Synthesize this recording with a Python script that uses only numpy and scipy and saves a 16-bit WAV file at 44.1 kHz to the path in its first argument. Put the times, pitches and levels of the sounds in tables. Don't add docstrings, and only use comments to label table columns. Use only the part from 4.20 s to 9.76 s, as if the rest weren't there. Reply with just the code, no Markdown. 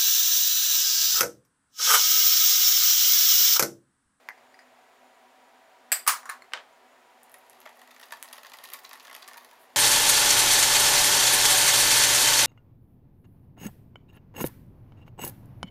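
import sys
import numpy as np
from scipy import signal
from scipy.fft import rfft, irfft, next_fast_len
from scipy.io import wavfile

SR = 44100
rng = np.random.default_rng(int(sys.argv[2]) if len(sys.argv) > 2 else 0)


def ratio_of_db(decibels):
    return 10 ** (np.asarray(decibels, float) / 20)


def unload_audio(sound):
    columns = np.transpose(np.atleast_2d(sound))
    steps = np.round(np.clip(columns, -1, 1) * 32767)
    wavfile.write(sys.argv[1], SR, steps.astype(np.int16))


N = 245195


def unit(x):
    return x / np.sqrt(np.mean(x ** 2) + 1e-20)


def along(points, hz):
    point_hz, value = np.transpose(points)
    return np.interp(np.log(hz + 1), np.log(point_hz + 1), value)


def filtered(x, response):
    size = next_fast_len(len(x) + 8192)
    spectrum = rfft(x, size) * response(np.fft.rfftfreq(size, 1 / SR))
    return irfft(spectrum, size)[:len(x)]


def bass_cut(hz, corner_hz):
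    return 1j * hz / (corner_hz + 1j * hz)


def resonances(peaks):
    def response(f):
        total = 0
        for k, (hz, width_hz, db) in enumerate(peaks):
            peak = 1j * f * width_hz / (hz * hz - f * f + 1j * f * width_hz)
            total = total + (-1) ** k * ratio_of_db(db / 2) * peak
        total = total ** 2
        return total / np.sqrt(np.mean(abs(total) ** 2))
    return response


def causal(colour):
    spectrum = ratio_of_db(along(colour, np.fft.rfftfreq(4096, 1 / SR))) + 1e-6
    cepstrum = irfft(np.log(spectrum))
    cepstrum[1:2048] *= 2
    cepstrum[2049:] = 0
    pulse = irfft(np.exp(rfft(cepstrum)))
    return pulse / np.linalg.norm(pulse)


def burst(lives, count):
    fade = np.exp(-np.arange(count) / SR / np.reshape(lives, (-1, 1)))
    noise = fade * rng.standard_normal(fade.shape)
    energy = np.linalg.norm(fade, axis=1, keepdims=True)
    return noise * energy / np.linalg.norm(noise, axis=1, keepdims=True)


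# (pitch_hz, t60_s)
REVERB_TIMES = [(300, 0.44), (1200, 0.23), (4000, 0.23), (9000, 0.21), (16000, 0.19)]
# (delay_s, level_db)
NEAR_ECHOES = [
    (.0065, -32.5),
    (.0085, -22.5),
    (0.019, -28),
    (0.023, -41.5),
]


def room(x, tail_db, direct=1):
    hz, t, grid = signal.stft(rng.standard_normal(SR // 2), SR, nperseg=256)
    fade = ratio_of_db(-60 * t / along(REVERB_TIMES, hz)[:, None])
    tail = signal.istft(grid * fade, SR, nperseg=256)[1][:SR // 2]
    tail *= 1 - np.exp(-np.arange(len(tail)) / SR / 0.002)
    answer = ratio_of_db(tail_db) * tail / np.linalg.norm(tail)
    answer[0] = direct
    for delay_s, db in NEAR_ECHOES:
        answer[round(delay_s * SR)] += ratio_of_db(db)
    return signal.fftconvolve(x, answer)


def strikes(contacts, modes, colour, tail_db):
    out = np.zeros(N + 2 * SR)
    t = np.arange(SR // 2) / SR
    pulse = causal(colour)
    for start_s, db, ring_db, length_s, treble_db in contacts:
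        ring = np.zeros(len(t))
        for (hz, level_db, t60_s), chance_db in zip(modes, rng.standard_normal(len(modes))):
            ring += ratio_of_db(level_db + chance_db - 60 * t / t60_s) * np.sin(2 * np.pi * hz * t)
        rough = burst(max(length_s, 2e-4), count=SR // 2)[0]
        crack = signal.fftconvolve(rough, pulse)[:len(t)]

        def hardness(hz):
            shelf = (1 + ratio_of_db(treble_db) * 1j * hz / 3000) / (1 + 1j * hz / 3000)
            return shelf * bass_cut(hz, 330) ** 3

        even = np.pad(pulse, (0, len(t) - len(pulse))) * np.linalg.norm(crack)
        wet = room(filtered(even, hardness), tail_db, direct=0)
        wet[:len(t)] += filtered(crack, hardness)
        wet += room(filtered(ratio_of_db(ring_db) * ring, hardness), tail_db - 14.5)
        out[round(start_s * SR):][:len(wet)] += ratio_of_db(db - 6.0) * wet
    return out[:N]


# (pitch_hz, level_db)
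FAN_COLOUR = [(20, -34.5), (91, -28.5), (184, -25), (251, -12.5), (332, -17.5), (404, -11), (729, -3.5),
              (1050, -9), (1950, -12), (5830, -26), (10000, -29.5), (15700, -34), (16300, -42.5)]
# (pitch_hz, width_hz, level_db)
MOTOR_TONES = [(121.4, 5.4, -93.5), (250.15, 20, -73.5), (375.2, 14, -76.5), (665.3, 36, -71.5),
               (753, 22, -68.5), (964, 33, -68), (1970, 53, -79.5), (7000, 60, -83), (14100, 74, -97)]


def kitchen_air():
    rush = filtered(rng.standard_normal(N), lambda hz: ratio_of_db(along(FAN_COLOUR, hz)))
    air = ratio_of_db(-59.0) * unit(rush)
    for hz, width_hz, db in MOTOR_TONES:
        air += ratio_of_db(db) * unit(filtered(rng.standard_normal(N), resonances([(hz, width_hz, 0)])))
    return air


# (start_s, level_db)
TABLE_THUMPS = [
    (1.7181, -54.5),
    (1.8767, -52.5),
]


def thumps():
    out = np.zeros(N + SR)
    age = np.arange(SR // 20) / SR / 0.0036
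    for start_s, db in TABLE_THUMPS:
        out[round(start_s * SR):][:len(age)] += ratio_of_db(db) * (1 - age) * np.exp(-age)
    return out[:N]


# (start_s, level_db, ring_db, length_s,
# treble_db)
CUP_TAP = [
    (.0878, -18, -6.5, 0.0011, -1.5),
    (.0965, -35, 0, 0.0013, -24),
    (.1052, -35, 2, 0.0024, -26),
]
RIM_BRUSHES = [
    (.177, -53, -13, 0.0025, 10),
    (.343, -50.5, -2.5, 0.0043, 2.7),
    (.349, -56, -20, 0.0037, 8.9),
    (.391, -41.5, -7, 0.0032, 3.3),
]
# (pitch_hz, level_db, t60_s)
TAPPED_CUP_MODES = [(1134, -11, 0.032), (1680, 2, 0.02), (1960, -9, 0.07), (2060, -8, .09), (2200, -9, .04),
                    (4860, -22, .015), (9600, -24.5, .06), (13500, -13, .03)]
CUP_RIM_MODES = [(1910, 7.5, 0.052), (4880, -0.5, 0.058), (8800, -13, .05), (9680, -16, .04)]
# (pitch_hz, level_db)
TAP_CRACK = [(200, -51), (770, -6.5), (1400, -12), (1900, 3), (2500, -13), (3200, -35), (4800, -16),
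             (13500, -44), (16500, -65)]


def spatula_on_cup():
    taps = strikes(CUP_TAP, TAPPED_CUP_MODES, TAP_CRACK, tail_db=-6.5)
    return taps + strikes(RIM_BRUSHES, CUP_RIM_MODES, TAP_CRACK, tail_db=1)


# (start_s, level_db, ring_db, length_s, treble_db)
CUP_LANDING = [
    (1.7183, -8, -10, 0.0013, 1),
    (1.7243, -8.5, -21, 0.0038, 1),
]
# (pitch_hz, level_db, t60_s)
FREE_CUP_MODES = [(1305, -12.5, 0.087), (1690, -2.5, 0.058), (4296, -14.5, .2), (4762, -12, 0.25),
                  (4788, -13, .25), (4813, -13, .2), (5820, -18.5, 0.086), (7700, 2, 0.1), (7890, -6, .07),
                  (8085, -7.5, 0.07), (9600, -5.5, .04), (12041, -2, .19), (12100, -3, .12),
                  (14080, -13.5, .05)]
# (pitch_hz, level_db)
LANDING_CRACK = [(18, -66.5), (30, -37.5), (171, -48.5), (732, -4.5), (814, -9.5), (1890, 0.5), (3970, -13),
                 (4770, -6), (6550, -15.5), (7880, 6), (10800, -13), (12000, -2), (16500, -22.5)]


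def cup_put_down():
    return strikes(CUP_LANDING, FREE_CUP_MODES, LANDING_CRACK, tail_db=-2.0)


# (start_s, level_db, ring_db, length_s, treble_db)
FIRST_CLINKS = [
    (1.8652, -17, -18.5, .002, -7.5),
    (1.8685, -25, -8.5, .003, -1.5),
]
SPATULA_CLASH = [
    (1.8762, -15, -5.5, 0.0038, 9.5),
    (1.8785, -13, -19.5, 0.0025, 3),
    (1.886, -14.5, -14, 0.0073, -2.5),
]
# (pitch_hz, level_db, t60_s)
SPATULA_CUP_MODES = [(964, -6, 0.1), (1200, 4.5, 0.075), (1385, -1, .055), (1530, -10, .03),
                     (1860, -10, 0.04), (4760, -14, 0.06), (6368, -10, 0.045), (6990, -9, .04),
                     (7920, -6, .05), (9675, 7, 0.046), (12090, -12, .05), (13550, -8, .03)]
# (pitch_hz, level_db)
CLASH_CRACK = [(18, -60), (30, -48), (158, -69.5), (835, -12.5), (1210, 3), (1310, -3), (3570, -19.5),
               (4410, -15), (9230, -16), (9990, -15.5), (11400, -22.5), (15200, -14), (16500, -51.5)]


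def spatula_put_down():
    clinks = strikes(FIRST_CLINKS, FREE_CUP_MODES, CLASH_CRACK, tail_db=2.5)
    return clinks + strikes(SPATULA_CLASH, SPATULA_CUP_MODES, CLASH_CRACK, tail_db=4.0)


# (start_s, level_db, ring_db, length_s, treble_db)
ROCKING = [
    (2.031, -31, -11, 0.0025, -22),
    (2.056, -31, -7.5, 0.0032, 0.5),
]
BOUNCES = [
    (2.092, -25.5, 2.5, 0.0043, -24),
    (2.0965, -23.5, -1.5, 0.0032, 2.5),
    (2.1, -28, -5.5, 0.0015, 0.5),
]
SETTLING = [
    (2.2214, -40, 0, 0.0018, 0),
    (2.2434, -46, -10, 0.0016, 0),
]
# (pitch_hz, level_db, t60_s)
ROCKING_MODES = [(1220, -1, .03), (1800, 2, 0.02), (4600, -22, 0.05), (5750, -12, 0.14), (7000, 4, 0.016),
                 (9630, -4.5, 0.031)]
BOUNCING_MODES = [(1093, -10.5, 0.18), (1717, -2.5, 0.06), (4080, -9, 0.034), (7160, -8, 0.017),
                  (9240, -1.5, 0.015), (10750, -11, 0.048), (13560, -7, 0.018)]
SETTLING_MODES = [(2070, 9.5, 0.016), (4300, -4, 0.04), (7360, -9, .04), (9850, -14, .04),
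                  (12500, -22, .02)]
# (pitch_hz, level_db)
ROCK_CRACK = [(290, -48), (500, -23), (1120, 5.5), (1890, -7.5), (2570, -23), (7170, -20), (15100, -27),
              (16500, -49.5)]
BOUNCE_CRACK = [(180, -77), (300, -38), (1130, 1.5), (1770, -3), (3140, -21), (4030, -18.5), (9330, -22),
                (11800, -26), (13500, -23), (16500, -42)]


def rocking_to_rest():
    rocks = strikes(ROCKING, ROCKING_MODES, ROCK_CRACK, tail_db=1.5)
    bounces = strikes(BOUNCES, BOUNCING_MODES, BOUNCE_CRACK, tail_db=1.0)
    return rocks + bounces + strikes(SETTLING, SETTLING_MODES, ROCK_CRACK, tail_db=-1)


# (start_s, level_db, ring_db, length_s, treble_db)
HANDLE_KNOCKS = [
    (2.3205, -31.5, -27, 0.0012, -18),
    (2.3353, -18, -9.5, 0.0022, 5.5),
    (2.3745, -28.5, -5, 0.0015, -26),
]
# (pitch_hz, level_db, t60_s)
WOOD_MODES = [(527, -5.5, 0.093), (900, -11, 0.032), (1256, -2, 0.04), (1550, -3, 0.072), (1950, 5, .014),
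              (3080, 10.5, 0.0094), (4870, -2, 0.0065), (8000, -3, 0.0044)]
# (pitch_hz, level_db)
WOOD_CRACK = [(120, -75.5), (200, -34), (522, -4), (900, 0), (1500, -0.5), (3200, -7.5), (7460, -25.5),
              (14000, -50.5), (16500, -60)]


def handle_knock():
    return strikes(HANDLE_KNOCKS, WOOD_MODES, WOOD_CRACK, tail_db=0.2)


# (start_s, level_db, ring_db, length_s, treble_db)
BASE_KNOCK = [
    (3.4625, -34.5, -1, 0.0017, -10),
]
WALL_KNOCKS = [
    (3.9235, -39.5, -11, 0.0023, 18),
    (4.043, -49, -3.5, 0.0014, -10),
    (4.3195, -45, -8, .0015, -4),
    (5.16, -44, -4, 0.0049, -15),
    (5.178, -46, -3, 0.0036, -12),
    (5.325, -48, -8, 0.013, -14),
]
# (pitch_hz, level_db, t60_s)
BOWL_BASE_MODES = [(624, 2.8, 0.079), (820, 1.8, 0.033)]
BOWL_SIDE_MODES = [(940, 11, 0.099), (1117, 4, 0.11), (1730, 12, 0.02)]


def bowl_knocks():
    base = strikes(BASE_KNOCK, BOWL_BASE_MODES, WOOD_CRACK, tail_db=-7)
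    return base + strikes(WALL_KNOCKS, BOWL_SIDE_MODES, ROCK_CRACK, tail_db=-9.5)


# (start_s, level_db, lowest pitch_hz)
WIRE_SNAPS = [(3.033, -33.5, 6500), (3.118, -35.5, 7700), (3.1854, -39, 8000), (3.298, -32.5, 6500),
              (3.4035, -35.5, 7500), (3.593, -40, 4000), (3.917, -44, 7000), (4.0271, -23, 1290),
              (4.034, -28, 9600), (4.739, -32, 1500), (5.0779, -29, 1460), (5.0876, -29, 1470),
              (3.816, -38, 9000), (3.857, -39, 8000), (3.9995, -42.5, 7500), (4.0271, -24, 6500),
              (3.8205, -45, 8000), (4.006, -52, 7000), (4.371, -42.5, 8000), (4.594, -35, 9000),
              (5.226, -46, 9000), (5.256, -52, 8000), (5.292, -52, 8000), (5.333, -42, 7000),
              (5.354, -61, 9000)]


def snaps():
    out = np.zeros(N + SR)
    width_hz = 4100
    for start_s, db, low_hz in WIRE_SNAPS:
        def wire(hz):
            peak_hz = 1.7 * low_hz
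            band = bass_cut(hz, low_hz) ** 2 / (1 + 1j * hz / 14000) ** 3
            return band * 1j * hz * width_hz / (peak_hz ** 2 - hz ** 2 + 1j * hz * width_hz)

        click = filtered(burst(0.00007, count=1024)[0], wire)
        echo = np.convolve(click, burst(0.00047, count=256)[0])[:len(click)]
        click *= ratio_of_db(db) / abs(click).max()
        echo *= ratio_of_db(-10.5) * np.linalg.norm(click) / np.linalg.norm(echo)
        out[round(start_s * SR):][:len(click)] += click
        out[round((start_s + .0078) * SR):][:len(echo)] += echo
    return out[:N]


# (start_s, effort_db)
STIRRING = [
    (2.9, -21),
    (3.42, -7),
    (3.75, -6),
    (4.04, -4.5),
    (4.38, -4),
    (4.75, -3),
    (5.02, -1.5),
    (5.3, -8),
    (5.56, -11),
]


def scrape(grains_per_s, spread_db, smooth):
    t = np.arange(N) / SR
    effort_db = np.interp(t, *np.transpose(STIRRING), left=-60)
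    draw = rng.random((4, N))
    slips = (draw[0] < grains_per_s / SR) * ratio_of_db(-spread_db * draw[1:])
    slips = signal.lfilter([1], [1, -np.exp(-1 / (0.0015 * SR))], slips)
    drag = np.zeros((3, N))
    for k, (full_db, growth) in enumerate([(-52, 1.1), (-54.5, 1.2), (-61, 0.91)]):
        rubbing = (unit(slips[k]) + smooth) * rng.standard_normal(N)
        drag[k] = ratio_of_db(full_db + growth * effort_db) * unit(rubbing)
    lift_start_s, lift_length_s = 5.39, .085
    lift = np.clip((t - lift_start_s) / lift_length_s, 0, 1)
    drag[2] += ratio_of_db(-58) * np.sin(np.pi * lift ** 0.54) * rng.standard_normal(N)
    return drag


# (start_s, wire_db, glass
# wall_db, bowl_db, ping_hz)
WHISK_STROKES = [(3.0949, -43.5, -62, -59, 1960), (3.1408, -33, -49.5, -44.5, 1860),
                 (3.3298, -46, -56.5, -55, 3300), (3.4144, -48, -53, -54, 1800),
                 (3.4552, -46, -52, -43, 2150), (3.4602, -50, -49, -50, 2600),
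                 (3.4724, -54, -55, -40.5, 2000), (3.491, -48, -54, -50, 2050),
                 (3.5558, -50, -70, -67, 1970), (3.571, -46, -67, -55, 1820),
                 (3.6153, -41.5, -51.5, -48.5, 1880), (3.674, -46, -54.5, -50, 1940),
                 (3.7073, -47, -53, -49.5, 2580), (3.7116, -42, -50, -51, 3560),
                 (3.745, -45, -59, -61, 1960), (3.7623, -49, -52, -47, 2290), (3.781, -50, -62, -59, 2050),
                 (3.7958, -40, -53, -52, 3260), (3.7979, -43, -55, -47, 1730),
                 (3.8119, -43, -50, -47, 1470), (3.8277, -48, -49, -45.5, 1830),
                 (3.8319, -47, -45, -55, 1860), (3.838, -42, -53, -45.5, 1670),
                 (3.8836, -52, -58, -57, 1810), (3.9067, -47, -49, -44, 2060),
                 (3.921, -31, -41.5, -36.5, 1520), (3.925, -37, -45.5, -39, 1770),
                 (3.9345, -48, -45, -39, 1640), (3.97, -42, -54, -49, 1800),
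                 (4.0432, -44, -54, -44.5, 1840), (4.0547, -49, -52, -52, 1980),
                 (4.0775, -43, -51, -51, 1870), (4.0853, -41, -48.5, -57, 4510),
                 (4.111, -47, -60, -48, 1510), (4.1275, -27.5, -45, -41, 3180),
                (4.1306, -35.5, -40, -52, 3380), (4.1364, -43, -65, -44, 3370),
                (4.143, -49, -56, -50, 1910), (4.1558, -41, -52, -48, 1780), (4.1654, -43, -51, -49, 1760),
                (4.1788, -38, -49.5, -42, 3160), (4.1815, -44, -48, -52, 1760),
                (4.231, -53, -56, -54, 1430), (4.2318, -37.5, -48, -45, 1950),
                (4.2467, -44, -51, -41.5, 1800), (4.2584, -48, -49, -43.5, 1650),
                (4.2663, -40, -46, -53, 2040), (4.2968, -39, -53, -53, 1850), (4.3175, -46, -49, -49, 2420),
                (4.3344, -39, -44, -43, 3500), (4.3371, -38, -47.5, -42, 4850),
                (4.3414, -47, -57, -47, 1950), (4.346, -45, -57, -54, 1830), (4.37, -40.5, -54, -54, 1420),
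                (4.3856, -41, -45.5, -45, 4450), (4.396, -47, -68, -45, 1830),
                (4.4122, -46, -64, -54, 1440), (4.4339, -49, -54, -48, 2080), (4.438, -28, -44, -41, 4720),
                (4.4417, -36.5, -48, -43, 1800), (4.4493, -37, -46, -43.5, 1840),
                (4.4541, -39, -44, -57, 3940), (4.4728, -41, -51, -60, 1590), (4.4871, -39, -49, -46, 1400),
                (4.5005, -34, -47, -55, 2040), (4.5184, -40, -49, -40.5, 4540),
                (4.5273, -42, -50, -44, 1860), (4.5341, -20.5, -37.5, -45, 1900),
                (4.5401, -32, -42, -36.5, 2300), (4.5452, -44, -43, -45.5, 2020),
                (4.5544, -48, -63, -56, 2130), (4.5696, -48, -56, -56, 1790),
                (4.5874, -48, -49.5, -43.5, 1770),
                 (4.6344, -43, -61, -55, 1400), (4.6408, -43, -62, -53, 1400), (4.6446, -40, -49, -44, 2010),
                (4.6486, -42, -41, -51, 3970), (4.6609, -45, -56, -59, 3900),
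                (4.692, -35, -47.5, -60, 1970), (4.7102, -51, -45, -41, 2580),
                (4.7303, -29.5, -42.5, -38, 1840), (4.7544, -45, -56, -46, 1700),
                (4.7575, -42, -60, -51, 1560), (4.7735, -45, -54, -53, 2160),
                (4.7969, -44, -45.5, -57, 3930), (4.804, -44.5, -49, -61, 4440),
                (4.8266, -41, -67, -61, 1670), (4.831, -44, -62, -61, 1870), (4.8417, -45, -63, -57, 1870),
                (4.8489, -46, -45, -49, 1880), (4.8528, -38, -54, -44.5, 1800),
                (4.8696, -41.5, -50, -53, 3650), (4.8789, -47, -50.5, -44, 1650),
                (4.8949, -58, -54, -45, 2120), (4.898, -38, -55, -45, 1950), (4.9114, -43, -48, -40, 1830),
                (4.9277, -36, -43, -45, 1460), (4.943, -41.5, -47.5, -47, 5370),
                (4.948, -32, -48, -53, 3250), (4.9492, -31, -42, -39, 1970), (4.9624, -34, -44, -45, 2020),
                (4.9931, -49, -64, -64, 1930), (5.0006, -47, -60, -60, 1910),
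                (5.022, -42, -47.5, -48, 1980), (5.0256, -45, -43, -42.5, 3400),
                (5.0428, -52, -52, -47, 3300), (5.0644, -53, -63, -60, 1850), (5.0799, -31, -53, -41, 1810),
                (5.112, -52, -54, -44, 1800), (5.1323, -39, -48, -49, 2190),
                (5.1416, -48, -47.5, -43.5, 1430), (5.1704, -36.5, -51, -48, 1960),
                (5.176, -35.5, -45.5, -50, 1870),
                 (5.1802, -40, -51, -46, 1830),
    (5.2315, -49, -66, -57, 1900),
    (5.2458, -39, -51, -49, 1940),
    (5.3108, -46, -52.5, -55, 1700),
]


def ticks():
    contacts = WHISK_STROKES
    force, ping = np.zeros((3, N + SR)), np.zeros(N + SR)
    t = np.arange(2048) / SR
    for start_s, wire_db, wall_db, bowl_db, ping_hz in contacts:
        at = round((start_s + .0008) * SR)
        push_db = np.array([bowl_db, wall_db, wire_db]) + [-1.5, 2.5, -8.5]
        force[:, at:][:, :len(t)] += ratio_of_db(push_db)[:, None] * burst([0.0043, 0.0024, 0.0015], count=2048)
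        ping_db = 1 + (bowl_db if ping_hz < 2300 else wall_db)
        ping[at:][:len(t)] += ratio_of_db(ping_db - 60 * t / 0.018) * np.sin(2 * np.pi * ping_hz * t)
        twang_hz = 7000 * 2.4 ** rng.random()
        ping[at:][:len(t)] += ratio_of_db(wire_db - 8.5 - 60 * t / .007) * np.sin(2 * np.pi * twang_hz * t)
    return force[:, :N], ping[:N]


# (pitch_hz, width_hz, level_db)
BOWL_BODY = [(597, 290, -4), (877.4, 43, 8), (1052, 165, 5.5), (1380, 510, -2), (1830, 320, 8.5),
             (2310, 1600, -11.5)]
GLASS_WALL = [(2480, 690, 1), (3910, 1500, 3.5), (4690, 700, 9.5), (6500, 2540, -6.5)]
WHISK_WIRES = [(8000, 3200, 0), (11500, 3900, 13), (15600, 2100, 2)]


def whisk():
    force, pings = ticks()
    force = force + ratio_of_db(-6.0) * scrape(grains_per_s=440, spread_db=15.5, smooth=0.54)
    dry = filtered(pings, lambda hz: bass_cut(hz, 600) ** 2)
    for push, body in zip(force, (BOWL_BODY, GLASS_WALL, WHISK_WIRES)):
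        dry = dry + filtered(push, resonances(body))
    dry = dry + snaps()
    out = np.zeros(N + SR)
    step = SR // 4
    for k in range(0, N, step):
        wet = room(dry[k:k + step], tail_db=-6.5)
        out[k:k + len(wet)] += wet
    return out[:N]


def scene():
    put_down = cup_put_down() + spatula_put_down() + rocking_to_rest() + handle_knock()
    mix = kitchen_air() + thumps() + spatula_on_cup() + put_down + bowl_knocks() + whisk()
    return mix[None]


def low_pass(x):
    return signal.sosfilt(signal.butter(12, 16790, fs=SR, output="sos"), x)


def record(dry):
    limit, top_hz = .56, 15880
    shaved = dry[0] / (1 + abs(dry[0] / limit) ** 4) ** (1 / 4) - dry[0]
    mic = dry[0] + filtered(shaved, lambda hz: bass_cut(hz, 300) ** 2)
    mic = filtered(mic, lambda hz: 1 / np.sqrt(1 + (hz / top_hz) ** 60))
    return low_pass(mic[None])


dry = scene()
out = record(dry)
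unload_audio(out)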